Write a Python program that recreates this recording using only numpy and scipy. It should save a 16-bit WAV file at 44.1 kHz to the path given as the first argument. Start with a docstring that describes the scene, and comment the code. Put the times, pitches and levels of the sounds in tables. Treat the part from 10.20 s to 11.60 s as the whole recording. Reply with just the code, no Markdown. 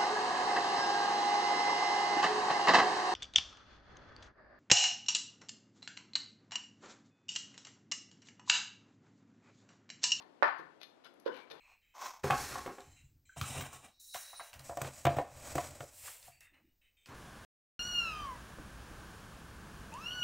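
"""A chef's knife chops herbs on a plastic board. Over a faint kitchen hush, one hard chop cracks into
the plastic at 0.22 s and a softer knock follows. From 0.6 s stems snap, leaves crunch, the steel blade
clinks and its dragging edge squeaks faintly. At 1.06 s and 1.31 s two more knocks shake the board
and the counter. The left microphone, about two metres off, sounds bright and full of the kitchen's
echo; the right one is close, dry and dull."""
import sys
import numpy as np
from scipy import signal
from scipy.fft import rfft, irfft, next_fast_len
from scipy.io import wavfile

SR = 44100
rng = np.random.default_rng(int(sys.argv[2]) if len(sys.argv) > 2 else 0)


def materialize(psi):
    """Save the field psi as 16-bit PCM at rate SR to the path in sys.argv[1].

    A 1-D psi becomes a single channel; in a 2-D psi each row is a channel.
    """
    bounded = np.clip(np.atleast_2d(psi).T, -1, 1)
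    quanta = np.round(bounded * 32767).astype(np.int16)
    wavfile.write(sys.argv[1], SR, quanta)


N = 61739
LEAD_S = 0.25  # extra time before the start, so an earlier knock can still be echoing
LEAD = int(LEAD_S * SR)
SIZE = N + LEAD
T = np.arange(SIZE) / SR


def undb(db):
    """Turn decibels into a number to multiply by."""
    return 10 ** (np.asarray(db) / 20)


def along(table, hz):
    """Read between the rows of a (pitch_hz, value) table, with octaves evenly spaced."""
    pitches, values = np.array(table, float).T
    return np.interp(np.log(hz + 1), np.log(pitches), values)


def colour(x, table, tilt_db=0, unit_power=False):
    """Filter by a (pitch_hz, level_db) table, adding tilt_db for each octave above 1000 Hz."""
    size = 2 * next_fast_len(SIZE)
    hz = np.arange(size // 2 + 1) * SR / size
    gain = undb(along(table, hz) + tilt_db * np.log2(np.maximum(hz, 1000) / 1000))
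    if unit_power:
        gain = gain / np.sqrt(np.mean(gain ** 2))
    # make the filter ring only after a sound, never before it
    cepstrum = irfft(np.log(gain))
    cepstrum[1:size // 2] *= 2
    cepstrum[size // 2 + 1:] = 0
    return irfft(rfft(x, size) * np.exp(rfft(cepstrum)))[:SIZE]


def convolve(x, response):
    """Let every sample of x set off the given ring or echo."""
    return signal.fftconvolve(x, response)[:SIZE]


def late(x, delay_s):
    """Make a sound start later."""
    return np.concatenate([np.zeros(max(int(delay_s * SR), 0)), x])[:SIZE]


def ring(modes):
    """Tones of a struck object start together; fade_s is the time each takes to drop 60 dB."""
    return sum(undb(db - 60 * T / fade_s) * np.sin(2 * np.pi * hz * T) for hz, fade_s, db in modes)


def swell(start_s, length_s):
    """A rounded rise and fall in loudness."""
    progress = np.clip((T - LEAD_S - start_s) / length_s, 0, 1)
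    return np.sqrt(np.abs(np.sin(np.pi * progress)))


def room_tone():
    """The kitchen's steady hush: separate noise at the far and the near microphone."""
    # tone colour of the hush at each microphone: pitch_hz, relative_db
    far_tone = [(30, -20.5), (110, -23.5), (270, 8), (600, 5.5), (1000, -1), (2000, -8), (4000, -14.5),
                (6000, -22.5), (8000, -27.5), (13000, -40.5)]
    near_tone = [(30, -14), (150, 6.5), (300, 8), (550, 6.5), (1000, 2.5), (2000, -15), (4000, -20),
                 (8000, -24.5), (13000, -30)]
    return np.array([undb(db) * colour(rng.standard_normal(SIZE), tone, unit_power=True)
                     for tone, db in ((far_tone, -61.5), (near_tone, -69))])


def echo_tail(fades, build_s=0.0026):
    """Countless echoes blur into noise; each half octave fades as the (pitch_hz, fade_s) table says."""
    noise = rfft(rng.standard_normal(SIZE))
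    hz = np.arange(SIZE // 2 + 1) * SR / SIZE
    bands = np.round(2 * np.log2(np.maximum(hz, 100)))
    tail = 0
    for band in np.unique(bands):
        fade_s = along(fades, 2 ** (band / 2))
        tail = tail + irfft(noise * (bands == band), SIZE) * undb(-60 * T / fade_s)
    tail = tail * (1 - np.exp(-T / build_s))
    return tail / np.sqrt(np.sum(tail ** 2))


def room_echo(x, reflections, fades, tail_db):
    """The kitchen sends back a few distinct echoes and a blurred tail."""
    first_echoes = sum(undb(db) * late(x, delay_s) for delay_s, db in reflections)
    return first_echoes + undb(tail_db) * convolve(x, echo_tail(fades))


def squeaks(width_hz=100):
    """Steel dragging on plastic briefly rubs one narrow tone into sounding."""
    # squeaks and groans: start_s, length_s, pitch_hz, level_db
    drags = [(0.846, 0.029, 1450, -54), (1.122, 0.13, 2304, -59), (1.1, 0.091, 2960, -59),
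             (1.309, 0.056, 428, -56)]
    out = 0
    for start_s, length_s, hz, db in drags:
        tone = np.exp(-np.pi * width_hz * T) * np.cos(2 * np.pi * hz * T)
        rubbing = rng.standard_normal(SIZE) * swell(start_s, length_s)
        out = out + undb(db) * convolve(rubbing, tone / np.sqrt(np.sum(tone ** 2)))
    return out


def blade_clinks(fade_s=0.125, rise_s=0.00061):
    """The edge breaks through a stem and taps the board; where it touches decides how the steel rings."""
    # tones of the blade, touched at the heel (handle end) or tip: pitch_hz, heel_db, tip_db
    blade_tones = [(1775, -3.5, -11), (2197, -22, -3), (2473, -2.5, -19.5), (2985, -27.5, 0.5),
                   (3432, -7, -0.5), (3637, -0.5, -9), (4230, -2.5, -26), (5050, -22, -3.5)]
    # light taps: start_s, level_db, place (0 heel to 1 tip)
    taps = [(0.6112, -55, 0), (0.6266, -51.5, 0), (0.839, -54.5, 0.93), (1.056, -49, 0.78),
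            (1.3054, -48, 0.2)]
    soft_start = 1 - np.exp(-T / rise_s)  # each clink swells in over a fraction of a millisecond
    out = 0
    for start_s, db, place in taps:
        modes = [(hz, fade_s, np.interp(place, [0, 1], [heel_db, tip_db]))
                 for hz, heel_db, tip_db in blade_tones]
        out = out + undb(db) * late(ring(modes) * soft_start, LEAD_S + start_s)
    return out


def herb_crunch(cracks_per_s=1300, spread_db=4.5, snap_s=0.0025):
    """Cut leaves give a shower of tiny cracks; a thick stem gives one sharp burst."""
    # the edge pressing through leaves: start_s, length_s, level_db, tilt_db_per_octave
    cuts = [(-0.01, 0.047, -62.5, -3), (0.2211, 0.0071, -26.5, -10.5), (0.245, 0.036, -66, 2),
            (0.377, 0.024, -59.5, 1.5), (0.596, 0.054, -59, -1.5), (0.832, 0.038, -54.5, -6),
            (1.047, 0.034, -48.5, -7), (1.107, 0.11, -51.5, -8), (1.19, 0.18, -60.5, -13.5),
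            (1.294, 0.024, -48.5, -2.5), (1.305, 0.14, -57.5, -11)]
    # single stems snapping: start_s, level_db, tilt_db_per_octave
    snaps = [(0.6089, -42, -3), (0.6259, -42, 1), (0.839, -52.5, 5), (0.934, -65.5, 15.5),
             (0.9931, -53.5, 11), (1.056, -49.5, 4.5), (1.16, -57, 14), (1.173, -70, 20),
             (1.3068, -42.5, -1.5)]
    # tone colour of leaves crushed against the blade: pitch_hz, relative_db
    leaf_colour = [(50, -54.5), (250, -29), (700, -2.5), (1500, -3), (2400, 0.5), (2900, 2.5), (3600, 4),
                   (4300, 5.5), (5600, -6.5), (6400, -4.5), (7100, -36.5), (9300, -37), (9800, -7.5),
                   (10600, -28), (11350, -1.5), (12000, -20.5), (12600, -17), (13500, -35.5)]
    out = 0
    for start_s, length_s, db, tilt_db in cuts:
        clicks = (rng.random(SIZE) < cracks_per_s / SR) * rng.choice([-1, 1], SIZE)
        cracks = clicks * undb(spread_db * rng.standard_normal(SIZE))
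        shower = cracks / cracks.std() * swell(start_s, length_s)
        out = out + undb(db) * colour(shower, leaf_colour, tilt_db, unit_power=True)
    for start_s, db, tilt_db in snaps:
        burst = late(rng.standard_normal(SIZE) * np.exp(-T / snap_s), LEAD_S + start_s)
        out = out + undb(db) * colour(burst, leaf_colour, tilt_db, unit_power=True)
    return out


def board_ring(modes, far, lowest_hz=326):
    """The struck board rings with little bass, because air slips round so small an object."""
    ringing = ring([(hz, fade_s, db + far * extra_db) for hz, fade_s, db, extra_db in modes])
    return signal.sosfilt(signal.butter(3, lowest_hz, "high", fs=SR, output="sos"), ringing)


def knife_knocks(far):
    """Each blow rings board, edge and counter, heard close up (far=0) or across the room (far=1)."""
    # blows of the knife: start_s, thud_db, clack_db, bump_db, contact_s
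    blows = [(-0.14, -5, -1.5, 5, 0.0011), (0.225, -37, -5, 0, 0.00013), (0.394, -17, -33, 2, 0.00065),
             (1.0605, 7, -23, -3, 0.0012), (1.309, -9.5, -26.5, -2.5, 0.0019)]
    # low tones of the board: pitch_hz, fade_s, level_db, far_extra_db
    board_tones = [(371, 0.083, -51.5, -3.5), (486, 0.054, -26.5, 2), (496, 0.052, -27.5, 5.5),
                   (1048, 0.022, -36, 9.5), (1515, 0.021, -32, 15)]
    # short tones of the edge hitting plastic: pitch_hz, fade_s, level_db, far_extra_db
    edge_tones = [(600, 0.071, -21.5, -5), (741, 0.018, -15, 2), (890, 0.02, -10.5, -5),
                  (1137, 0.024, -16, -1.5), (1450, 0.01, -6, -4), (1754, 0.02, -13, 0),
                  (2280, 0.018, -46, -1), (4170, .009, -26, -1), (4950, 0.0043, -17, 1)]
    # tones of the counter under the board: pitch_hz, fade_s, level_db
    counter_tones = [(75, 0.18, -46.5), (160, 0.062, -44), (351, 0.019, -33.5)]
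    thud, clack, bump = board_ring(board_tones, far), board_ring(edge_tones, far), ring(counter_tones)
    out = 0
    for start_s, thud_db, clack_db, bump_db, contact_s in blows:
        push = T * np.exp(-T / (contact_s / 4))  # a longer contact sounds duller
        body = undb(thud_db) * thud + undb(clack_db) * clack + undb(bump_db) * bump
        out = out + late(convolve(body, push / push.sum()), LEAD_S + start_s)
    return out


def chop_crack(start_s=0.2247, peak_db=-8):
    """The hard chop: one sharp pulse of pressure as the edge bites into the plastic."""
    # tone colour of the crack: pitch_hz, relative_db
    crack_colour = [(60, -7.5), (500, -17.5), (1000, 24), (1550, 23), (2300, 3), (4300, -5.5),
                    (6500, -19.5), (9000, -34.5), (14000, -30.5)]
    pulse = colour(signal.unit_impulse(SIZE), crack_colour)
    return late(undb(peak_db) * pulse / np.abs(pulse).max(), LEAD_S + start_s)


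def scene():
    """The far microphone (left) hears it all later, with echo; the near one (right) mostly the board."""
    # first echoes at each microphone: delay_s, level_db
    far_echoes = [(.0056, -18), (.0215, -23), (.0335, -17), (.0503, -11.5)]
    near_echoes = [(0.009, -17.5), (0.018, -12), (0.0264, -21)]
    # how long the kitchen rings at each microphone: pitch_hz, fade_s
    far_fades = [(150, 0.77), (500, 0.34), (900, 0.43), (1500, 0.43), (2300, .44), (4000, 0.48),
                 (7000, 0.14), (12000, 0.4)]
    near_fades = [(150, 0.68), (350, 0.24), (700, 0.15), (1100, 0.37), (1600, 0.24), (2300, 0.12),
                  (4000, 0.2), (7000, 0.049)]
    # tone colour of each microphone: pitch_hz, level_db
    far_mic = [(60, -43.5), (150, -28), (300, -6), (480, -9.5), (650, -4.5), (1000, 6.5), (1600, -0.5),
               (2600, 4), (4500, -1.5), (6300, -10.5), (7500, -30.5), (11500, -14.5), (14000, -13)]
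    near_mic = [(60, -32.5), (150, -12.5), (300, -3.5), (480, 1), (1600, 2.5), (2300, -6.5), (3900, 0.5),
                (5000, -33.5), (8000, -18.5), (14000, -16)]
    cutting = herb_crunch() + blade_clinks() + squeaks()
    knocks = knife_knocks(far=1)
    crack = chop_crack()
    # the walls return only the middle pitches of the crack
    wall_filter = signal.butter(3, (600, 5500), "band", fs=SR, output="sos")
    wall_crack = signal.sosfilt(wall_filter, crack)

    far = colour(undb(-6.5) * knocks + room_echo(knocks, far_echoes, far_fades, tail_db=1.5), far_mic)
    far += crack + room_echo(wall_crack, far_echoes, far_fades, tail_db=-0.5)
    far += cutting + undb(-7) * convolve(cutting, echo_tail([(1000, 0.31)]))  # same fade at all pitches

    close = knife_knocks(far=0) + undb(-30.5) * cutting + undb(-32) * crack
    near = colour(close + room_echo(close, near_echoes, near_fades, tail_db=-8.5), near_mic)
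    stereo = np.array([late(far, delay_s=0.0058), near]) + room_tone()
    return stereo[:, LEAD:]


def record(dry):
    """The recorder cuts off the treble above 13700 Hz."""
    return signal.sosfilt(signal.ellip(8, 0.2, 70, 13700, fs=SR, output="sos"), dry)


dry = scene()
out = record(dry)
materialize(out)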